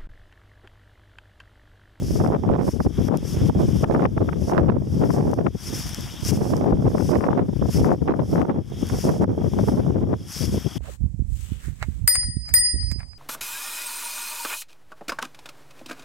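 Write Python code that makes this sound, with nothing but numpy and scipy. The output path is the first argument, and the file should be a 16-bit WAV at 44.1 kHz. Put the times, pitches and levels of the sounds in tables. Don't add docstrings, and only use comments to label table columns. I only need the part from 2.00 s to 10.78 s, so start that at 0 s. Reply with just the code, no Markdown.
import sys
import numpy as np
from scipy import signal
from scipy.fft import rfft, irfft, next_fast_len
from scipy.io import wavfile
from scipy.ndimage import uniform_filter1d, minimum_filter1d, map_coordinates

SR = 44100
rng = np.random.default_rng(int(sys.argv[2]) if len(sys.argv) > 2 else 0)


def materialize(psi):
    bounded = np.clip(np.atleast_2d(psi).T, -1, 1)
    quanta = np.round(bounded * 32767).astype(np.int16)
    wavfile.write(sys.argv[1], SR, quanta)


N = 387198

# [t/s, left level/dB, right level/dB]
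LULL = [(0, -32, -27), (.4, -34, -25), (.9, -28, -36), (1.22, -23, -32), (2.1, -23, -27),
        (2.95, -19, -21.5), (3.6, -33, -35.5), (4.15, -33, -42), (5.05, -22.5, -41), (5.72, -24, -41),
        (5.99, -33, -33), (6.26, -29, -38), (6.68, -28, -39.5), (7.5, -31, -35), (8.17, -28, -25),
        (8.26, -36, -36.5), (8.38, -35, -39), (8.78, -34.5, -42)]
# [start t/s, end t/s, left level/dB, left f/Hz, right level/dB, right f/Hz]
GUSTS = [(-.05, 0.142, -20, 110.1, -24, 169.5), (0.152, 0.281, -12.5, 230.3, -19, 269.7),
         (.28, .385, -19.5, 329, -21, 369), (0.435, .63, -17.5, 169.8, -22, 348.8),
         (0.636, 0.701, -19.5, 160.1, -26, 219.9), (0.731, 0.825, -25, 140.3, -28.5, 159.9),
         (0.972, 1.069, -19, 98.94, -30, 189.1), (1.07, 1.186, -17, 242, -24, 349),
         (1.2, 1.331, -24, 120.1, -30.5, 170.1), (1.331, 1.419, -17.5, 110.3, -22, 170.1),
         (1.42, 1.51, -15.5, 149.6, -19.5, 180.3), (1.55, 1.661, -14, 165.1, -11, 269.4),
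         (1.661, 1.79, -14.5, 130, -24.5, 169.3), (1.8, 1.929, -16.5, 174.9, -20.5, 419.2),
         (1.929, 2.075, -19, 210.2, -21, 380.9), (2.131, 2.475, -18.5, 149.5, -28, 189.8),
         (2.475, 2.611, -18.5, 210.8, -17, 427.5), (2.611, 2.78, -15.5, 175.4, -22, 280.8),
         (2.782, 2.931, -17, 139.9, -29, 184.4), (2.988, 3.099, -18.5, 200.5, -20, 220),
         (3.101, 3.26, -17, 191.4, -21.5, 318.5), (3.259, 3.499, -17, 230.6, -25.5, 219.8),
         (3.661, 3.844, -29.5, 138.4, -25.5, 160.2), (3.841, 4.061, -28.5, 109.9, -32, 144.7),
         (4.208, 4.275, -26, 139.6, -24, 130), (4.274, 4.359, -13, 179.8, -30, 124.9),
         (4.357, 4.528, -21, 170.3, -18, 288.4), (4.53, 4.762, -16, 240.1, -22, 299.2),
         (4.759, 4.909, -14, 160.2, -19.5, 259.3), (4.916, 5.03, -18.5, 230.6, -26, 328.4),
         (5.073, 5.187, -17, 169.4, -15, 269.4), (5.191, 5.31, -16.5, 340.3, -22, 398.4),
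         (5.309, 5.429, -18.5, 260.1, -23, 280), (5.421, 5.56, -20, 149.9, -26, 180),
         (5.6, 5.71, -16.5, 149.8, -27.5, 200.2), (5.741, 5.831, -10, 150, -13, 219.6),
         (5.829, 5.953, -12, 310.3, -17.5, 300.2), (6.055, 6.13, -15, 340.2, -17, 409.6),
         (6.13, 6.25, -17.5, 230.1, -25, 250), (6.279, 6.345, -16, 200.1, -18.5, 240),
         (6.345, 6.426, -12.5, 309.8, -10.5, 380.3), (6.425, 6.601, -23, 230, -27, 290.2),
         (6.75, 6.901, -22.5, 131.6, -27.5, 199.8), (6.912, 7.0, -17.5, 135.3, -26, 269.8),
         (7.041, 7.19, -16, 249.6, -21, 259.7), (7.2, 7.25, -11, 227.6, -15.5, 380.7),
         (7.278, 7.5, -20, 180.3, -23.5, 239.3), (7.528, 7.661, -17, 160, -22, 210.4),
         (7.66, 7.85, -15, 175, -21.5, 259.7), (7.852, 8.06, -14, 170, -24, 251),
         (8.06, 8.171, -22.5, 229.6, -21, 180.6), (8.412, 8.48, -10.5, 198.9, -30, 129.9),
         (8.499, 8.589, -16.5, 209.7, -16.5, 159.6)]
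# [t/s, half width/ms, left lift/dB, right lift/dB]
PUFFS = [(0.101, 10.4, 8, 10), (0.16, 5.96, 10, 10), (0.347, 15.6, 8, 2), (0.688, 9.6, 6, 13.5),
         (.744, 7.27, 13, 0), (0.806, 6.26, 10.5, 8), (.864, 11.3, 24, 20.5), (1.0, 16.3, 8, 12),
         (1.15, 12.5, 6, 3), (1.234, 16.1, 5, 12), (1.499, 9.66, 10, 10.5), (1.954, 8.1, 0, 11.5),
         (2.046, 17.4, 5, 10), (2.176, 6.6, 13, 6), (2.216, 8.7, 12, 20), (2.287, 7.43, 8.5, 14.5),
         (2.351, 19.4, 0, 8), (2.415, 8.4, 7, 5), (2.58, 8.7, 7, 5), (2.7, 6.6, 4, 9), (2.77, 5.28, 4, 9.5),
         (3.029, 11.4, 5, 5), (3.065, 8.1, 6, 4), (3.104, 8.2, 10, 0), (3.18, 13.7, 8, 2),
         (3.28, 14.3, 6, 6), (3.33, 9.7, 4, 8), (3.39, 12, 5, 8), (3.468, 12, 6, 3),
         (3.552, 10.05, 17.5, 11.5), (3.789, 12.6, 5, 3), (4.062, 6.03, 5, 5), (4.14, 10, 2, 8),
         (4.521, 17.7, 0, 10), (5.059, 7.8, 8, 14.5), (5.16, 8, 2, 10), (5.386, 10.6, 0, 8),
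         (5.625, 6.9, 9, 15.5), (5.693, 8.11, 0.5, 11.5), (6.026, 10, 19, 12.5), (6.198, 7, 6, 6),
         (6.5, 10.9, 6, 12), (6.595, 18.2, 11, 9.5), (6.832, 7.3, 8.5, 6), (6.94, 8.7, 9, 9.5),
         (7.045, 7.9, 15, 8), (7.303, 7.7, 4, 9.5), (7.471, 16.9, 7.5, 2), (7.541, 7.9, 12.5, 5),
         (7.689, 11.95, 4, 9.5), (8.126, 17.2, 8.5, 0), (8.667, 12.2, 17.5, 7.5), (8.769, 10, 17.5, 12.5)]
# [multiple of the eddy rate, level/dB]
EDDY_COLOUR = [(.1, -24), (.4, 3), (.8, 2), (1.4, -5.5), (2.5, -15.5), (4.5, -35.5), (8, -49.5), (16, -62)]
# [t/s, port (0 left, 1 right), level/dB, eddy rate f/Hz]
FLICKS = [(.161, 0, -16, 450), (.248, 0, -14.5, 696), (.322, 1, -14, 600), (.303, 1, -11, 400.2),
          (.34, 0, -11, 523), (.5, 1, 0, 429.1), (.562, 1, -13, 507.6), (.804, 1, -11, 730.5),
          (.852, 0, -23, 504.6), (1.087, 1, -17, 801.2), (1.117, 0, -19, 600.3), (1.498, 1, -18, 700),
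          (1.616, 1, -18, 450.5), (1.837, 1, 6, 694.8), (1.843, 0, -17, 1400), (1.9, 1, -1, 493.6),
          (1.949, 0, -7.5, 903), (1.959, 1, -26, 755), (2.055, 0, -6, 1180), (2.179, 0, -16, 992),
          (2.291, 0, -18, 1077), (2.331, 1, -21, 1154), (2.483, 1, -22, 502.2), (2.523, 0, 0, 664.6),
          (2.585, 1, -7, 620), (2.768, 1, -17, 500), (3.105, 0, -16, 859.3), (3.177, 0, -32.5, 1280),
          (3.334, 0, -15.5, 710), (3.467, 0, -13, 1245), (4.661, 0, -9, 404), (4.726, 0, 17, 590),
          (4.952, 1, -5, 501.8), (4.983, 0, -22, 1100), (5.007, 0, -26, 1100), (5.164, 1, -12, 498.4),
          (5.209, 0, -20, 1001), (5.241, 0, -11, 1110), (5.288, 1, -2, 711.7), (5.331, 0, -13, 749.7),
          (5.626, 1, -15.5, 631.7), (5.846, 0, -14, 895.7), (5.892, 0, -14, 780), (5.918, 0, -5, 756),
          (6.085, 0, -16, 1019), (6.14, 0, -17, 797.7), (6.358, 0, -14, 810.8), (6.417, 0, -17, 1150),
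          (6.497, 0, -17.5, 920), (6.9, 1, -26, 1189), (7.075, 0, -17, 489.4), (7.243, 1, -16.5, 801),
          (7.379, 1, -16.5, 402.8), (7.537, 0, -18, 499.8), (7.589, 0, -17.5, 801), (7.686, 0, -20, 900.3),
          (7.866, 1, -21, 603.3), (7.969, 0, -37, 604), (8.14, 0, -18.5, 740)]
# [t/s, level/dB]
MEADOW_RIDE = [(0, -58.5), (.4, -61.5), (.8, -62.5), (.98, -47), (1.6, -43.5), (1.9, -48.5), (2.08, -39.5),
               (2.45, -54.5), (2.75, -65.5), (3.0, -56.5), (3.2, -66), (3.52, -59.5), (3.76, -44.5),
               (4.38, -48.5), (4.7, -59), (5.15, -57.5), (5.4, -62), (5.75, -54), (6.1, -59), (6.45, -58.5),
               (6.6, -63), (6.88, -46), (7.1, -58.5), (7.6, -51.5), (8.08, -64), (8.45, -48.5), (8.78, -47)]
# [f/Hz, level/dB]
MEADOW_COLOUR = [(300, -17), (700, 0), (1600, -5), (2700, -7.5), (3300, 0), (3700, -4.5), (4090, -19.5),
                 (5400, -10), (8000, -24), (15700, -34.5)]
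# [f/Hz, level/dB]
STALK_COLOUR = [(300, -35), (900, -16), (2500, -15), (3300, -14.5), (4090, -20), (4800, -7), (5400, -1),
                (6200, -7.5), (7300, -14), (9500, -14.5), (11500, -12.5), (13500, -20), (15700, -27)]
# [f/Hz, left-right correlation]
RUSTLE_LIKENESS = [(300, .1), (640, .75), (1400, .9), (3100, .95), (5500, .92), (9000, .75), (15000, .62)]
# [f/Hz, left minus right level/dB]
RUSTLE_PAN = [(400, -4), (700, 2.5), (2400, 1), (5000, 4.5), (9000, 2.5), (14000, 4.5)]
# [t/s, level/dB]
CRICKET_RIDE = [(0, -4), (1, -13), (2, -17), (3, -7), (3.9, -10), (4.7, -11), (5.5, -17), (6.3, -7),
                (7, -4.5), (7.4, -5), (7.8, -20), (8.2, -4), (8.78, -6)]
# [full swish t/s, hold/s, level/dB, attack/(dB/s)]
STRIDES = [(0.068, 0.092, -41.5, 120), (0.67, 0.044, -44.5, 200), (0.837, .03, -46.5, 200),
           (1.021, 0.0798, -55, 100), (1.282, 0.022, -35.5, 158), (1.421, .07, -64, 100),
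           (1.661, .17, -43.5, 84), (1.919, 0.025, -39.5, 163), (2.049, 0.019, -54, 200),
           (2.419, 0.075, -41.5, 120), (2.95, .05, -50, 91), (3.13, 0.0087, -43.5, 141),
           (3.282, 0.069, -52.5, 102), (3.639, 0.031, -38.5, 206), (3.754, 0.034, -33.5, 180),
           (3.861, 0.033, -42, 100), (4.262, 0.031, -29, 500), (4.438, 0.065, -40, 100),
           (5.013, 0.15, -43, 102), (5.736, 0.052, -35.5, 250), (6.3, 0.038, -45.5, 169),
           (6.879, .06, -45.5, 94), (7.018, 0.014, -35.5, 141), (7.441, 0.025, -49.5, 100),
           (7.652, .04, -44.5, 86), (8.329, 0.11, -34.5, 280), (8.52, 0.022, -37, 150),
           (8.74, .06, -51, 60)]
# [t/s, depth/dB]
DUCKS = [(.247, 0.5), (.746, 2), (0.866, 6.5), (1.087, 14.5), (1.5, 12.5), (1.846, 15.5), (1.954, 9),
         (2.063, 15.5), (2.289, 2), (2.526, 4), (3.344, 4), (4.31, 5.5), (4.377, 4.5), (5.12, 5),
         (5.809, 4), (5.94, 5.5), (6.09, 4), (6.37, 0), (6.427, 7), (7.245, 12.5), (8.461, 5.5)]
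# [t/s, level/dB, left minus right level/dB]
SNAPS = [(0.275, -35, 3), (1.1726, -29, 5), (1.3358, -32, 5), (3.3146, -35, 2), (3.339, -34, 5),
         (3.866, -31, 4), (3.892, -22.5, 5), (3.9458, -18.5, 3), (4.0085, -29, 12), (4.2421, -33, -6),
         (4.567, -33, 6), (4.5774, -40, 3.5), (4.5971, -43, 4), (6.4203, -43, -3), (6.8897, -30, -2)]


def amp(db):
    return 10 ** (np.asarray(db) / 20)


def unit(x):
    return x / np.sqrt(np.mean(x ** 2) + 1e-20)


def along(points, hz):
    f, values = np.transpose(points)
    return np.interp(np.log(hz + 1e-3), np.log(f + 1e-3), values)


def rides(rows):
    times, *columns = np.transpose(rows)
    return np.array([np.interp(np.arange(N) / SR, times, column) for column in columns])


def wobble(rate):
    return map_coordinates(rng.standard_normal(N // 100), [np.arange(N) * rate / SR])


def filtered(x, response, rate=SR):
    size = next_fast_len(x.shape[-1] + 8192)
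    return irfft(rfft(x, size) * response(np.fft.rfftfreq(size, 1 / rate)), size)[..., :x.shape[-1]]


def flow(lull_hz=(125.13, 164.7), edge_s=.02, puff_hurry=.45):
    t = np.arange(N) / SR
    lull_db, lull_log_hz = rides(LULL), np.log(lull_hz)[:, None]
    level_db, log_hz = lull_db.copy(), lull_log_hz + np.zeros(N)
    for start, end, left_db, left_hz, right_db, right_hz in GUSTS:
        near = slice(max(0, round((start - .1) * SR)), round((end + .1) * SR))
        swell = (np.tanh((t[near] - start) / edge_s) - np.tanh((t[near] - end) / edge_s)) / 2
        progress = np.clip((t[near] - start) / (end - start), 0, 1)
        crest = .25 * (np.sin(np.pi * progress) - .5)
        level_db[:, near] += swell * ([[left_db], [right_db]] - lull_db[:, near])
        log_hz[:, near] += swell * (np.log([[left_hz], [right_hz]]) - lull_log_hz + crest)
    for at, width_ms, *lifts in PUFFS:
        near = slice(max(0, round((at - .1) * SR)), round((at + .1) * SR))
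        bump = np.exp(-.5 * (1000 * (t[near] - at) / width_ms) ** 2)
        lift_db = np.abs(lifts)[:, None]
        level_db[:, near] += lift_db * bump
        log_hz[:, near] += puff_hurry * lift_db / (lift_db + 4) * bump
    return level_db, log_hz


def eddies(rate_hz, evenness=.71, clump_db=4.5, hurry=.1):
    points_per_eddy = 40
    row = rng.standard_normal(200000)
    row = unit(filtered(row, lambda f: amp(along(EDDY_COLOUR, f)), points_per_eddy))
    strength = np.sqrt(np.abs(uniform_filter1d(row ** 2, size=60)) + .013)
    row = unit(row / strength ** evenness)
    row = unit(row * (np.abs(row) + .38) ** .4)
    clump = map_coordinates(rng.standard_normal(5000), [.7 * np.cumsum(rate_hz) / SR], mode="mirror")
    position = np.cumsum(rate_hz * np.exp(hurry * clump)) * points_per_eddy / SR
    return amp(clump_db * clump) * map_coordinates(row, [position], mode="mirror")


def wind():
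    level_db, log_hz = flow()
    flutter = np.array([wobble(45), wobble(45)])
    surge = np.array([wobble(16), wobble(16)])
    rumble = [eddies(hz) for hz in np.exp(log_hz + .07 * flutter + .06 * surge)]
    ports = amp(level_db + 2.38 * flutter + 1.37 * surge - 3) * rumble + flicks()
    bleed = filtered(ports[::-1], lambda hz: .41 / (1 + (hz / 60) ** 2))
    return filtered(ports + bleed, lambda hz: (1j * hz / (45 + 1j * hz)) ** 2)


def rustle(colour, patchy_db, crackle):
    def mid_side_eq(hz):
        width = np.arccos(np.clip(along(RUSTLE_LIKENESS, hz), 0, 1)) / 2
        return amp(along(colour, hz)) * [np.cos(width), np.sin(width)]

    spectra = signal.stft(rng.standard_normal((2, N)), nperseg=256)[2]
    patches = uniform_filter1d(rng.standard_normal(spectra.shape[1:]), size=6, axis=0)
    patches = unit(uniform_filter1d(patches, size=12, axis=1))
    hiss = unit(signal.istft(spectra * amp(patchy_db * patches), nperseg=256)[1][:, :N])
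    contacts = unit(rng.standard_normal(N) ** 3) * rng.standard_normal((2, N))
    mid, side = filtered(hiss + crackle * contacts, mid_side_eq)
    stereo = np.array([mid + side, mid - side])
    return unit(filtered(stereo, lambda hz: amp(np.outer([.5, -.5], along(RUSTLE_PAN, hz)))))


def meadow(bed_db):
    return amp(bed_db + 1.5) * rustle(MEADOW_COLOUR, patchy_db=2.1, crackle=.05)


def cricket(bed_db, wing_hz=3290, strokes_per_s=45.2):
    stroke_phase = (np.arange(N) / SR - 7.354) * strokes_per_s % 1
    pitch_hz = wing_hz * (1 - .033 * (stroke_phase - .5) + .014 * wobble(40))
    trill = unit(np.sin(np.pi * stroke_phase) ** 6.4 * np.sin(2 * np.pi * np.cumsum(pitch_hz) / SR))
    level_db = bed_db + rides(CRICKET_RIDE)[0] + 2.3 * wobble(9.5)
    return amp(level_db) * amp([[1.2], [-1.2]]) * trill


def leg_swish(bed_db, release_db_per_s=113):
    t = np.arange(N) / SR
    power = amp(bed_db + 2) ** 2
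    for at, hold_s, db, attack_db_per_s in STRIDES:
        near = slice(max(0, round(at * SR) - SR // 2), round(at * SR) + SR // 2)
        age = t[near] - at
        fade_db = attack_db_per_s * np.maximum(-age, 0) + release_db_per_s * np.maximum(age - hold_s, 0)
        power[near] += amp(db - fade_db) ** 2
    return np.sqrt(power) * amp(1.1 * wobble(35)) * rustle(STALK_COLOUR, patchy_db=1.5, crackle=.5)


def flicks():
    lead = 300
    out, t = np.zeros((2, N + SR)), np.arange(-lead, 500) / SR
    phases, wakes = rng.random(len(FLICKS)), rng.standard_normal((len(FLICKS), 60))
    wake_fade = np.exp(-.5 * (t / .0049) ** 2) * signal.windows.tukey(len(t))
    for (at, port, db, hz), phase, wake in zip(FLICKS, phases, wakes):
        swing = np.exp(-.5 * (t * hz / .19) ** 2) * np.cos(2 * np.pi * (hz * t + phase))
        ragged = map_coordinates(wake, [30 + 2.525 * hz * t], mode="mirror") * wake_fade
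        out[round(port), round(at * SR):][:len(t)] += amp(db + 6.5) * (swing + .31 * ragged)
    return out[:, lead:N + lead]


def ducking(recover_s=.23):
    t, depth_db = np.arange(N) / SR, np.zeros(N)
    for at, db in DUCKS:
        after = slice(round(at * SR), round(at * SR) + SR)
        depth_db[after] += db * np.exp(-(t[after] - at) / recover_s)
    return amp(-depth_db)


def snaps(t60_s=.0055):
    out, t = np.zeros((2, N + SR)), np.arange(300) / SR
    for at, db, pan_db in SNAPS:
        burst = amp(db - 60 * t / t60_s) * rng.standard_normal(len(t))
        out[:, round(at * SR):][:, :len(t)] += burst * amp([[pan_db / 2], [-pan_db / 2]])
    return filtered(out[:, :N], lambda hz: amp(11 + .85 * along(STALK_COLOUR, hz)))


def scene():
    rumble = wind()
    bed_db = rides(MEADOW_RIDE)[0]
    grass = leg_swish(bed_db) + meadow(bed_db) + cricket(bed_db)
    return rumble + ducking() * grass + snaps()


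def record(dry):
    ceiling, window_samples, high_cut_hz = .43, 261, 15700
    needed_gain = np.minimum(1, ceiling / (np.abs(dry) + 1e-9))
    gain = uniform_filter1d(minimum_filter1d(needed_gain, window_samples), window_samples)
    return filtered(dry * gain, lambda hz: hz < high_cut_hz)


dry = scene()
out = record(dry)
materialize(out)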